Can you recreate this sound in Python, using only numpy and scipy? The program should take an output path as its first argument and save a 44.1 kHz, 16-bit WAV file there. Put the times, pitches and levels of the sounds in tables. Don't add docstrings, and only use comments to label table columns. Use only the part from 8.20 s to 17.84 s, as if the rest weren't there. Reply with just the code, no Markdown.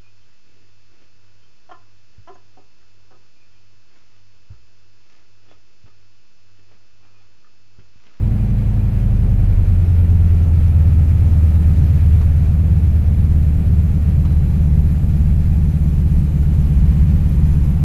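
import sys
import numpy as np
from scipy import signal
from scipy.fft import rfft, irfft, next_fast_len
from scipy.io import wavfile
from scipy.ndimage import uniform_filter1d, map_coordinates

SR = 44100
rng = np.random.default_rng(int(sys.argv[2]) if len(sys.argv) > 2 else 0)


def bounce(signal):
    frames = np.transpose(np.atleast_2d(signal))
    limited = np.clip(frames, -1, 1)
    pcm = np.round(limited * 32767).astype(np.int16)
    wavfile.write(sys.argv[1], SR, pcm)


N = 425120
TIME_S = np.arange(N) / SR


def amp(db):
    return 10 ** (np.asarray(db) / 20)


def unit(x):
    return x / np.sqrt(np.mean(x ** 2) + 1e-20)


def along(points, hz):
    point_hz, values = np.transpose(points)
    return np.interp(np.log(hz + 1), np.log(point_hz + 1), values)


def curve(points):
    return np.interp(TIME_S, *np.transpose(points))


def swell(start_s, attack_s, end_s, release_s):
    return np.clip((TIME_S - start_s) / attack_s, 0, 1) * np.clip(1 - (TIME_S - end_s) / release_s, 0, 1)


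def wobble(rate_hz):
    knots = rng.standard_normal(4096)
    return map_coordinates(knots, [TIME_S * rate_hz], mode="mirror")


def filtered(x, response):
    size = next_fast_len(N + SR // 2)
    return irfft(rfft(x, size) * response(np.fft.rfftfreq(size, 1 / SR)), size)[..., :N]


def noise(spectrum):
    return unit(filtered(rng.standard_normal(N), lambda hz: amp(along(spectrum, hz))))


def wide_noise(spectrum, likeness, patchy_db):
    def mid_side_gains(hz):
        turn = np.arccos(np.clip(along(likeness, hz), -1, 1)) / 2
        return amp(along(spectrum, hz)) * np.array([np.cos(turn), np.sin(turn)])

    frames = signal.stft(rng.standard_normal((2, N)), nperseg=512)[2]
    patches = uniform_filter1d(rng.standard_normal(frames.shape[1:]), size=16, axis=0)
    patches = uniform_filter1d(patches, size=12, axis=1)
    pair = signal.istft(frames * amp(patchy_db * unit(patches)), nperseg=512)[1][:, :N]
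    mid, side = filtered(pair, mid_side_gains)
    return unit(np.array([mid + side, mid - side]))


def shaft_speed_hz(close_s=.84, idle_hz=17.3, surplus_hz=5.13, run_down_s=.96,
                   ease_hz_per_s=1.58, sag_hz_per_s=.093):
    easing_hz = ease_hz_per_s * np.maximum(close_s - TIME_S, 0)
    run_down_hz = surplus_hz * np.exp(-np.maximum(TIME_S - close_s, 0) / run_down_s)
    return idle_hz - sag_hz_per_s * TIME_S + run_down_hz + easing_hz


# time in seconds, engine state (0 under power, 1 gliding, 2 idling).
ENGINE_STATE = [(0, 0), (.75, 0.22), (2, 0.48), (2.8, 0.85), (4.6, 0.99), (7.3, 1.9)]

def state_shares():
    return np.maximum(0, 1 - abs(curve(ENGINE_STATE) - np.arange(3)[:, None]))


# centre in Hz, width in Hz, lift in dB.
CABIN_MODES = [(41.4, 5.9, 7), (82.8, 19.1, 8.5)]

def boom_db(hz):
    return sum(db * .5 ** ((2 * (hz - centre) / width) ** 2) for centre, width, db in CABIN_MODES)


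# shaft order, base level in dB under power, gliding, idling.
EXHAUST_ORDERS = [(2.5, -38, -36, -32), (3.0, -43, -34, -33), (3.5, -24, -28, -22), (4.0, -29, -38, -29),
                  (5.0, -28, -32, -48), (5.5, -24, -22, -26), (6.0, -35, -30, -36), (6.5, -44, -26, -32),
                  (7.0, -56, -38, -37), (7.5, -38, -36, -36), (8.0, -33, -27, -27), (8.5, -49, -34, -34),
                  (9.0, -31, -31, -23), (9.5, -42, -39, -39), (10.0, -48, -31, -28), (11.0, -59, -36, -30),
                  (11.5, -46, -43, -33), (12.5, -52, -40, -35), (13.0, -56, -55, -44),
                  (13.5, -60, -54, -42), (14.5, -55, -46, -48), (16.5, -69, -54, -49),
                  (18.0, -64, -57, -50)]

def exhaust(angle, shaft_hz, shares, firing_db=(-20.5, -20.5, -23.5), load_db=1.4, lope_db=3,
            waver_db=.8, uneven_db=2.5, orders_gain_db=.02):
    firing_order = 4.5

    def beat(order):
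        shift_rad = -.64 * order ** 2
        shift_rad -= .8 * max(0, firing_order - order)
        shift_rad -= .83 * (order % 1 == 0)
        return np.sqrt(2) * np.cos(order * angle + shift_rad)

    drag = water_contact()
    level_db = np.array(firing_db) @ shares + boom_db(firing_order * shaft_hz) + load_db * drag
    out = amp(level_db + waver_db * wobble(12)) * beat(firing_order)
    for order, *state_db in EXHAUST_ORDERS:
        level_db = np.array(state_db) @ shares + orders_gain_db + lope_db * drag * (order < firing_order)
        out += amp(level_db + uneven_db * wobble(5)) * beat(order)
    return out


def propeller(angle, shaft_hz, shares, blade_db=(-18.5, -29, -26), octave_db=-16):
    level = amp(np.array(blade_db) @ shares + boom_db(2 * shaft_hz))
    return np.sqrt(2) * level * (np.sin(2 * angle) + amp(octave_db) * np.sin(4 * angle))


# frequency in Hz, relative density in dB under power, gliding, idling.
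RUMBLE_SPECTRA = [(5, -52, -52, -52), (15, -40, -42, -43), (30, -40, -39, -37), (47, -46, -47, -41),
                  (65, -46, -45, -40), (85, -48, -42, -44), (120, -51, -44, -49), (160, -53, -47, -45),
                  (195, -55, -52, -50), (245, -62, -57, -59), (330, -69, -64, -63), (600, -95, -95, -95),
                  (2000, -140, -140, -140)]

def rumble(shares, gain_db=.7):
    def state_gains(hz):
        table = np.array(RUMBLE_SPECTRA)
        return amp([along(table[:, [0, column]], hz) for column in (1, 2, 3)])

    shaking = rng.standard_normal(N) * np.sqrt(SR / 2)
    return amp(gain_db) * np.sum(shares * filtered(shaking, state_gains), axis=0)


def gear(angle, mesh_order=72.3, steady_db=-68.5, overrun_db=-61.5, waver_db=.2):
    overrun = swell(start_s=1.1, attack_s=2, end_s=3.56, release_s=.5)
    level = (amp(steady_db) + amp(overrun_db) * overrun) * amp(waver_db * wobble(9.9))
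    return np.sqrt(2) * level * np.sin(mesh_order * angle + .5 * wobble(25))


# time in seconds, base level of the window draught in dB.
DRAUGHT_LEVEL = [(0, -60), (2.9, -56), (3.5, -54.5), (3.9, -55), (4.4, -57), (8, -55.5), (9.64, -55.5)]
# frequency in Hz, relative density in dB.
ROAR_SPECTRUM = [(150, -36), (300, -5), (450, -5), (620, -8), (800, -11.5), (1000, -18), (1500, -32.5),
                 (4000, -79)]
RUSH_SPECTRUM = [(500, -29), (950, -7.5), (1250, 2), (1550, -1), (1850, 0.3), (2100, -2), (2450, -1),
                 (3100, -8), (4000, -13), (5200, -18.5), (8000, -70), (14000, -53)]
HISS_SPECTRUM = [(900, -23), (2500, -12), (4000, -1.5), (5000, -3.5), (6300, -2), (8500, -5), (10200, -3),
                 (11800, 2), (13000, -1), (14200, -4)]
# frequency in Hz, left-right likeness from 0 to 1.
HISS_LIKENESS = [(1000, 1), (2500, 1), (4000, 0.31), (7000, 0.44), (12000, .03)]

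def slipstream(angle, roar_db=-40.5, rush_db=-48, hiss_gain_db=4, side_db=-24.5, wash_depth=.074,
               roar_fall_db_per_s=.35, rush_fall_db_per_s=.48):
    draught_db = curve(DRAUGHT_LEVEL)
    swing_db = draught_db - draught_db.mean()
    flutter = wobble(35)
    roar_drift_db = .3 * swing_db - roar_fall_db_per_s * TIME_S + .54 * wobble(23)
    roar = amp(roar_db + roar_drift_db) * noise(ROAR_SPECTRUM)
    rush_drift_db = .76 * swing_db - rush_fall_db_per_s * TIME_S + .78 * flutter
    mid = noise(RUSH_SPECTRUM)
    side = amp(side_db) * noise(RUSH_SPECTRUM) * np.array([[1], [-1]])
    rush = amp(rush_db + rush_drift_db) * (mid + side)
    hiss = wide_noise(HISS_SPECTRUM, HISS_LIKENESS, patchy_db=1.1)
    hiss *= amp(draught_db + hiss_gain_db + .38 * flutter)
    propeller_wash = 1 + wash_depth * np.cos(angle)
    balance = amp([[-.7], [.7]])
    return roar + rush + hiss * propeller_wash * balance


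# start in seconds, end in seconds, pitch in Hz, level in dB, waver as a share of pitch.
GAP_WHISTLES = [(7.7, 11, 2960, -68, .02), (1.4, 3.1, 2750, -70, .03)]

def whistles(attack_s=.03, release_s=.14, waver_db=1.6):
    out = np.zeros(N)
    for start_s, end_s, hz, db, waver in GAP_WHISTLES:
        gate = swell(start_s, attack_s, end_s - release_s, release_s)
        phase = 2 * np.pi * np.cumsum(hz * (1 + waver * wobble(60))) / SR
        out += np.sqrt(2) * amp(db + waver_db * wobble(12)) * gate * np.sin(phase)
    return out


# start in seconds, band centre in Hz, relative level in dB.
SMALL_TICKS = [(2.148, 6030, -45), (2.480, 5700, -48), (2.590, 6100, -49), (4.266, 4100, -42),
               (8.735, 5500, -48), (9.094, 11500, -42), (9.160, 7500, -46)]

def ticks(t60_s=.02, width_octaves=.25):
    age_s, out = np.arange(2048) / SR, np.zeros(N + SR)
    octaves = np.log2(np.fft.rfftfreq(len(age_s), 1 / SR) + 1)
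    for start_s, hz, db in SMALL_TICKS:
        band = np.exp(-((octaves - np.log2(hz)) / width_octaves) ** 2)
        ring = unit(irfft(rfft(rng.standard_normal(len(age_s))) * band))
        out[round(start_s * SR):][:len(age_s)] += amp(db - 60 * age_s / t60_s) * ring / 2
    return out[:N]


# start in seconds, clack level in dB, clack T60 in seconds, ring level in dB.
TRIM_KNOCKS = [(4.010, -36.5, .12, -85), (6.048, -37, .12, -62.5)]
# frequency in Hz, relative density in dB.
TRIM_SPECTRUM = [(250, -14), (500, -9), (750, 5), (1150, 6), (1600, 0), (2900, -7), (4500, -14),
                 (6200, -16), (9000, -28), (14000, -34)]

def knocks(rise_s=.0027, ring_hz=3990, ring_t60_s=2.5):
    envelope, ring = np.zeros(N), np.zeros(N)
    for start_s, db, t60_s, ring_db in TRIM_KNOCKS:
        age_s = np.maximum(TIME_S - start_s, 0)
        onset = 1 - np.exp(-age_s / rise_s)
        envelope += amp(db - 60 * age_s / t60_s) * onset
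        tone = np.sqrt(2) * np.sin(2 * np.pi * ring_hz * age_s)
        ring += amp(ring_db - 60 * age_s / ring_t60_s) * onset * tone
    return envelope * noise(TRIM_SPECTRUM) + ring


def water_contact():
    return swell(start_s=8.15, attack_s=.3, end_s=9.3, release_s=1.2)


# frequency in Hz, relative density in dB.
FLOAT_SPECTRUM = [(100, -29), (220, 6), (300, -15), (450, -14), (1500, -60), (4000, -100)]

def float_drum(level_db=-40):
    return amp(level_db) * water_contact() * noise(FLOAT_SPECTRUM)


def spray(level_db=-59, centre_hz=6000, cycles=3, count=1500):
    age_s, sides = np.arange(128) / SR, []
    for _ in range(2):
        when, pitch, size = rng.random((count, 3)).T
        hz = centre_hz * 2 ** (2 * pitch - 1)[:, None]
        gain = amp(.5 * np.log(size + .0085))[:, None]
        drops = gain * np.sin(2 * np.pi * hz * age_s) * np.exp(-2 * hz * age_s / cycles)
        samples = (when * N).astype(int)[:, None] + np.arange(len(age_s))
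        sides.append(np.bincount(samples.ravel(), drops.ravel(), N)[:N])
    return amp(level_db) * water_contact() * unit(np.array(sides))


# frequency in Hz, relative density in dB.
SHEET_SPECTRUM = [(400, -22), (900, 10), (1400, 2.5), (2400, 2), (3500, -9), (6000, -22), (14000, -45)]

def water_sheet(level_db=-51, surge_db=1):
    return amp(level_db + surge_db * wobble(9.4)) * water_contact() * noise(SHEET_SPECTRUM)


def cabin(x, t60_s=.047, echo_db=-18):
    age_s = np.arange(2048) / SR
    tail = rng.standard_normal(len(age_s)) * amp(-60 * age_s / t60_s) * (age_s > .001)
    tail /= np.linalg.norm(tail)
    return x + amp(echo_db) * signal.fftconvolve(x, tail[None], axes=1)[:, :N]


def scene():
    shaft_hz, shares = shaft_speed_hz(), state_shares()
    angle = 2 * np.pi * np.cumsum(shaft_hz) / SR
    beats = exhaust(angle, shaft_hz, shares) + propeller(angle, shaft_hz, shares)
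    engine = beats + rumble(shares) + gear(angle)
    direct = engine + float_drum() + whistles()
    return direct + cabin(slipstream(angle) + knocks() + ticks() + spray() + water_sheet())


def record(dry, mismatch_rad=.011, top_hz=14200):
    phase = np.exp(1j * mismatch_rad * np.array([[1], [-1]]))
    return filtered(dry, lambda hz: (hz < top_hz) * phase)


dry = scene()
out = record(dry)
bounce(out)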